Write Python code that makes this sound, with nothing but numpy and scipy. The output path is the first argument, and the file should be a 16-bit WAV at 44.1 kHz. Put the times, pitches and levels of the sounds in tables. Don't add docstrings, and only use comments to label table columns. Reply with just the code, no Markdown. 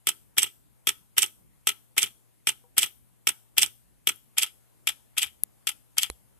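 import sys
import numpy as np
from scipy import signal
from scipy.fft import rfft, irfft, next_fast_len
from scipy.io import wavfile
from scipy.ndimage import uniform_filter1d, map_coordinates

SR = 44100
rng = np.random.default_rng(int(sys.argv[2]) if len(sys.argv) > 2 else 0)


def persist_wave(psi):
    counts = np.round(np.clip(psi, -1, 1) * 32767).astype(np.int16)
    wavfile.write(sys.argv[1], SR, np.atleast_2d(counts).T)


def decibels_to_gain(level_db):
    exponent = np.asarray(level_db, float) / 20
    return 10 ** exponent


N = 281799

# start_s, level_db, gear_treble_db
PULL_INS = [(0.0705, -12, -6.5), (0.8713, -11.5, -7), (1.6712, -11, -7), (2.4713, -11.5, -8),
            (3.271, -11.5, -7), (4.072, -11.5, -8), (4.8722, -12.5, -11), (5.671, -14, -8.5)]
LET_GOES = [(0.3815, -9, -2.5), (1.1807, -9.5, -0.7), (1.9797, -8, -2), (2.7809, -8.5, -0.8),
            (3.5813, -8, -0.6), (4.3824, -9, -4.5), (5.1812, -10.5, -5.5), (5.9824, -11.5, -4.5)]
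# after_blow_ms, rise_ms, t60_ms, strength_db, gear_ring_over_it_db
PULL_CONTACTS = [
    (-0.53, .3, 26, 1.1, -2),
    (4.1, 3.2, 15, -2.05, 3.5),
    (13.5, 12, 82, -12.5, 4),
    (20.5, 8, 13, -5.5, 7),
    (24, 2.1, 9.2, -9.5, -0.1),
    (29.5, 2.8, 35, -16.5, -7.5),
    (45.5, 4, 46, -23.5, -7),
]
RELEASE_CONTACTS = [(-14, .6, 51, -25, -7), (-4, 6.2, 34, -11.5, -6.5), (0.05, 1.3, 23, 0.37, 0),
                    (8.5, 3.5, 59, -10, -0.4), (26.5, 2.7, 35, -21, -10.5), (41, 14, 55, -12.5, 2.2),
                    (50, 2.4, 17, -4, -3), (49.5, .6, 8.7, -10, 7.5), (58, 2.1, 55, -12, -8),
                    (80.5, .6, 22, -30.5, 8.5), (86, 2.5, 100, -29, -6)]
# after_blow_ms, t60_ms, knock_db, thud_db
PULL_BLOWS = [(-0.34, 15, 1.9, 4.5), (14.5, 13, -19.5, -6), (20, 22, -1.5, -9.5), (29.5, 28, -12.5, -7.5),
              (45, 60, -28, -16.5)]
RELEASE_BLOWS = [(-11.5, 54, -14, -8), (-0.72, 47, -3.5, -2), (20.5, 30, -23, -11), (41, 30, -18, -21.5),
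                 (47.5, 95, -9.5, -6.5), (56, 49, -13.5, -5), (81.5, 15, -21, -22.5),
                 (90.5, 31, -29.5, -19)]
# time_s, turned_away_0_to_1, left_port_nearer_db
CAMERA_AIM = [(0, 0.02, -0.25), (3.6, 0.14, 1.2), (4.1, 0, 1), (4.4, .9, 1), (5.2, .9, 4), (6, 0.9, 3.5)]
# centre_hz, width_hz, level_db
CASE_MODES = [(1929, 300, -12.5), (2352, 260, -6), (2750, 250, -4.5), (3014, 170, -1.5), (3271, 170, -1),
              (3660, 170, -9), (4050, 63, -13.5)]
# centre_hz, width_hz, level_db
LEFT_FACING = [(5260, 1300, -20.5), (5800, 2700, -5.5), (6380, 1800, -5), (9270, 450, -7.5),
               (10470, 450, -8), (11760, 500, -8), (12600, 360, -7), (14300, 2100, -7)]
RIGHT_FACING = [(5040, 1900, -17), (6160, 1000, -10.5), (7280, 580, -9.5), (8123, 260, -1),
                (9255, 230, -11.5), (10475, 550, -10.5), (11400, 550, -29), (13735, 770, -26)]
# centre_hz, width_hz, level_db
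LEFT_TURNED = [(5020, 650, -6.5), (6660, 830, -7.5), (8160, 1000, -4.5), (9300, 900, -5),
               (10550, 910, -2.5), (11500, 860, -0.84), (13710, 740, -5.5)]
RIGHT_TURNED = [(4620, 700, -10), (5800, 700, -10), (7900, 550, -1), (9650, 1000, -12.5),
                (10400, 600, -8.5), (11700, 900, -15.5), (13300, 900, -17.5)]
# centre_hz, width_hz, level_db
BENCH_KNOCK = [(872, 100, -0.5), (1305, 65, 7.5), (1530, 710, -4)]
BENCH_THUD = [(113, 16, -3), (196, 47, -9), (305, 50, -4.5), (410, 45, -3), (530, 110, -18.5)]
# frequency_hz, t60_s
ROOM_DECAY = [(100, .35), (500, 0.16), (2000, 0.23), (5000, 0.37), (12000, 0.51)]
# frequency_hz, left_db_per_hz, right_db_per_hz, left_right_likeness
HUSH_SPECTRUM = [(25, -118, -118, -.3), (56, -95.5, -92.5, -0.2), (90.5, -97, -99, -.7),
                 (200, -99, -99, -0.2), (400, -101, -102, -0.6), (800, -103, -105, -0.2),
                 (1540, -111, -112, 0.5), (3000, -113, -113, 0.1), (5500, -118, -117, -0),
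                 (7900, -113, -112, 0.8), (9900, -105, -112, 0.4), (13000, -106, -114, -0.1),
                 (13950, -111, -118, 0.1), (14700, -140, -140, .05)]
# frequency_hz, width_hz, left_db, right_db
SUPPLY_LINES = [
    (119.6, 11, -64, -68),
    (12985, 20, -80.5, -88),
    (960, 30, -84, -90),
]
CLICK_STARTS = 5.4357, 6.1003, 6.112, 4.1595, 2.64, 5.26
# frequency_hz, t60_ms, left_db, right_db
CLICK_RINGS = [
    [(11200, 2.1, 9.5, -33), (6600, 1.9, -20, -41), (7460, 2.8, -24, -17.5), (4300, 5.8, -23.5, -52),
     (1851.9, 11, -42, -51)],
    [(10450, 5.2, -16.5, -23.5), (6850, 1.1, -26.5, -8.5), (4120, 15, -43, -25.5), (2100, 2.7, -29, -14),
     (1080, 2.7, -27.5, -14.5), (478, 15, -54, -25.5), (62.4, 116, -39.5, -34.5)],
    [(10700, 6.1, -32.5, -50)],
    [(10700, 7.6, -32, -54), (12300, 5, -35, -54)],
    [(490, 170, -56.5, -63.5), (780, 150, -60.5, -73), (950, 110, -57.5, -73)],
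    [(75, 240, -58, -55)],
]
PULL = dict(rebound_db=(-1, -1), duller_db=1.44, rebound_ms=18.5, lean_db=0.5)
RELEASE = dict(rebound_db=(-0.34, 0.46), duller_db=-4.5, rebound_ms=32.5, lean_db=2)
SCATTER_DB = 1.1


def unit(x):
    return x / np.sqrt(np.mean(x ** 2, axis=-1, keepdims=True) + 1e-20)


def between(ends, share):
    return ends[0] + (ends[1] - ends[0]) * np.clip(share, 0, 1)


def camera_aim():
    s, *columns = np.transpose(CAMERA_AIM)
    return [np.interp(np.arange(N) / SR, s, column) for column in columns]


def filtered(x, response):
    m = next_fast_len(N + SR // 2)
    return irfft(rfft(x, m) * response(np.fft.rfftfreq(m, 1 / SR)), m)[..., :N]


def resonant(x, modes):
    def response(f):
        h = 0
        for k, (centre, width, db) in enumerate(modes):
            damping = 1j * f * width
            h = h + (-1) ** k * decibels_to_gain(db) * damping / (centre * centre - f * f + damping)
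        return h / np.sqrt(np.mean(np.abs(h) ** 2))
    return filtered(x, response)


def wobble(rate):
    knots = rng.standard_normal(int(N * rate / SR) + 4)
    return map_coordinates(knots, [np.arange(N) * rate / SR])


def chatter(spread_db):
    return unit(rng.standard_normal(N) * decibels_to_gain(spread_db * wobble(800)))


def hush():
    hz, left_db, right_db, alike = np.transpose(HUSH_SPECTRUM)

    def at(column, f):
        return np.interp(np.log(f + 1), np.log(hz), column)

    def half_angle(f):
        return np.arccos(np.clip(at(alike, f), -1, 1)) / 2

    z = signal.stft(rng.standard_normal((2, N)), nperseg=512)[2]
    patches = uniform_filter1d(rng.standard_normal(z.shape[1:]), 6, 0)
    patches = uniform_filter1d(patches, 14, 1)
    patchy = signal.istft(z * decibels_to_gain(1.5 * patches / patches.std()), nperseg=512)[1][:, :N]
    pair = unit(patchy) * np.sqrt(SR / 2)
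    mid, side = filtered(pair, lambda f: np.array([np.cos(half_angle(f)), np.sin(half_angle(f))]))
    ports = np.array([mid + side, mid - side])
    air = filtered(ports, lambda f: decibels_to_gain([at(left_db, f), at(right_db, f)]))
    bass = filtered(air, lambda f: 1 / (1 + (f / 300) ** 4))
    hand_db = 5 + 2.1 * wobble(7) + 1.13 * wobble(2.5)
    hiss_db = between((-0.3, 2), camera_aim()[0])
    return (air - bass) * decibels_to_gain(hiss_db) + bass * decibels_to_gain(hand_db)


def supply():
    t = np.arange(N) / SR
    out = np.zeros((2, N))
    for hz, width, left_db, right_db in SUPPLY_LINES:
        tone = np.sqrt(2) * np.sin(2 * np.pi * hz * t + wobble(width))
        out += tone * decibels_to_gain(1.5 * wobble(width)) * decibels_to_gain([[left_db], [right_db]])
    return out * [[1], [-1]]


def clicks_and_knocks():
    out, t = np.zeros((2, N + SR)), np.arange(SR // 4) / SR
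    onset = 1 - np.exp(-t / .00015)
    for s, parts in zip(CLICK_STARTS, CLICK_RINGS):
        start = round(s * SR)
        for hz, t60_ms, left_db, right_db in parts:
            ring = -np.sin(2 * np.pi * hz * t) * decibels_to_gain(-60000 * t / t60_ms) * onset
            out[:, start:start + len(t)] += decibels_to_gain([[left_db], [right_db]]) * ring
    return out[:, :N]


def room(x):
    out = np.zeros((2, N + SR))
    cuts = np.sort([s - .03 for s, *_ in PULL_INS + LET_GOES] + [N / SR])
    hz, t, z = signal.stft(rng.standard_normal((len(cuts), 2, SR // 2)), SR, nperseg=256)
    room_hz, room_t60 = np.transpose(ROOM_DECAY)
    t60 = np.interp(np.log(hz + 1), np.log(room_hz), room_t60)
    tails = signal.istft(z * decibels_to_gain(-60 * t / t60[:, None]), SR, nperseg=256)[1]
    edges = np.round(cuts * SR).astype(int)
    delay = 300
    for tail, a, b in zip(tails, edges, edges[1:]):
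        wet = signal.fftconvolve(x[:, a:b], tail / np.linalg.norm(tail[0]), axes=1)
        out[:, a + delay:a + delay + wet.shape[1]] += wet
    return out[:, :N]


def strokes(events, contacts, kind, bright, scatter_db):
    power, blows = np.zeros((2, len(bright), N + SR))
    lead = SR // 20
    ms = np.arange(-lead, SR // 4) / SR * 1000
    turned = camera_aim()[0]
    for s, db, treble_db in events:
        luck = rng.standard_normal((len(contacts), 2))
        start = round(s * SR) - lead
        rebound_db = between(kind["rebound_db"], turned[round(s * SR)])
        for (at, rise, t60, *levels), (late, strong) in zip(contacts, luck):
            after = ms - at - .3 * late * (at > 8)
            shape_db = np.where(after < 0, 20 * after / rise, -60 * after / t60)
            level = db + np.array(levels) + treble_db * np.array(bright)
            level = level + scatter_db * strong + rebound_db * (at > kind["rebound_ms"])
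            power[:, start:start + len(ms)] += decibels_to_gain(2 * (level[:, None] + shape_db))
            blows[:, start + np.argmax(shape_db)] += decibels_to_gain(level) * (rise < 1.2)
    return np.array([np.sqrt(power[:, :N]), blows[:, :N]])


def both_strokes(pull, release, bright, scatter_db):
    pulls = strokes(PULL_INS, pull, PULL, bright, scatter_db)
    return pulls + strokes(LET_GOES, release, RELEASE, bright, scatter_db)


def bench_levels(blows):
    rise_ms = 0.52
    return [(at, rise_ms, t60, db, db - 3, thud_db) for at, t60, db, thud_db in blows]


def bench():
    turned = camera_aim()[0]
    pull, release = bench_levels(PULL_BLOWS), bench_levels(RELEASE_BLOWS)
    force, blows = both_strokes(pull, release, (0, 0, 0), SCATTER_DB / 2)
    drive = force * [chatter(spread_db=3.0) for _ in force] + decibels_to_gain([[24], [24], [33]]) * blows
    left, right = decibels_to_gain(-17.5) * resonant(drive[:2], BENCH_KNOCK)
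    thud = filtered(resonant(drive[2], BENCH_THUD), lambda hz: (1j * hz / (90 + 1j * hz)) ** 2)
    thud = thud * decibels_to_gain(between((-30, -38), turned) - 3.5)
    pair = np.array([left + decibels_to_gain(3.0) * thud, -np.roll(right, -9) - decibels_to_gain(-2.5) * thud])
    return decibels_to_gain(between((-1.6, -4.4), turned)) * pair


def gear_levels(contacts, kind):
    lean = kind["lean_db"] / 2
    rows = []
    for at, rise, t60, db, ring_db in contacts:
        dull_db = kind["duller_db"] * ((abs(at) > 2) + (at < -2))
        rows.append((at, rise, t60, db + lean, db - lean, db + dull_db, db + ring_db))
    return rows


def gauge():
    turned, lean_db = camera_aim()
    case_pan, treble_pan = 0.8 * lean_db, 1.3 + lean_db
    pull, release = gear_levels(PULL_CONTACTS, PULL), gear_levels(RELEASE_CONTACTS, RELEASE)
    force, blows = both_strokes(pull, release, (0, 0, 1, 1), SCATTER_DB)

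    shared, own = chatter(spread_db=2.5), chatter(spread_db=3.5)
    share = 0.45
    right = share * np.roll(shared, -2) + np.sqrt(1 - share ** 2) * own
    drive = force[:2] * np.array([shared, right]) + decibels_to_gain(11.0) * blows[:2]
    case = decibels_to_gain(-4.5) * resonant(drive, CASE_MODES) * decibels_to_gain([case_pan / 2, -case_pan / 2])

    teeth = force[2:] * [chatter(spread_db=1.7), chatter(spread_db=3.0)] + decibels_to_gain(12.5) * blows[2:]
    facing = np.array([resonant(teeth[0], LEFT_FACING), resonant(teeth[1], RIGHT_FACING)])
    away = np.array([resonant(teeth[0], LEFT_TURNED), resonant(teeth[1], RIGHT_TURNED)])
    treble = (1 - turned) * facing + turned * away
    return case + decibels_to_gain(3.5) * treble * decibels_to_gain([treble_pan / 2, -treble_pan / 2])


def scene():
    metal, wood = gauge(), bench()
    echo = room(decibels_to_gain([[-23.5], [-31]]) * metal + decibels_to_gain(-12.5) * wood)
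    return metal + wood + echo + hush() + supply() + clicks_and_knocks()


def top_cut(x):
    return signal.sosfilt(signal.butter(12, 16180, fs=SR, output="sos"), x)


def record(dry):
    def band_limit(hz):
        return decibels_to_gain(-np.clip((hz - 14150) / 18, 0, 24) - np.clip((hz - 15200) / 60, 0, 30))
    x = filtered(dry, band_limit)
    x = x / (1 + np.abs(x) ** 8) ** (1 / 8)
    return top_cut(x)


dry = scene()
out = record(dry)
persist_wave(out)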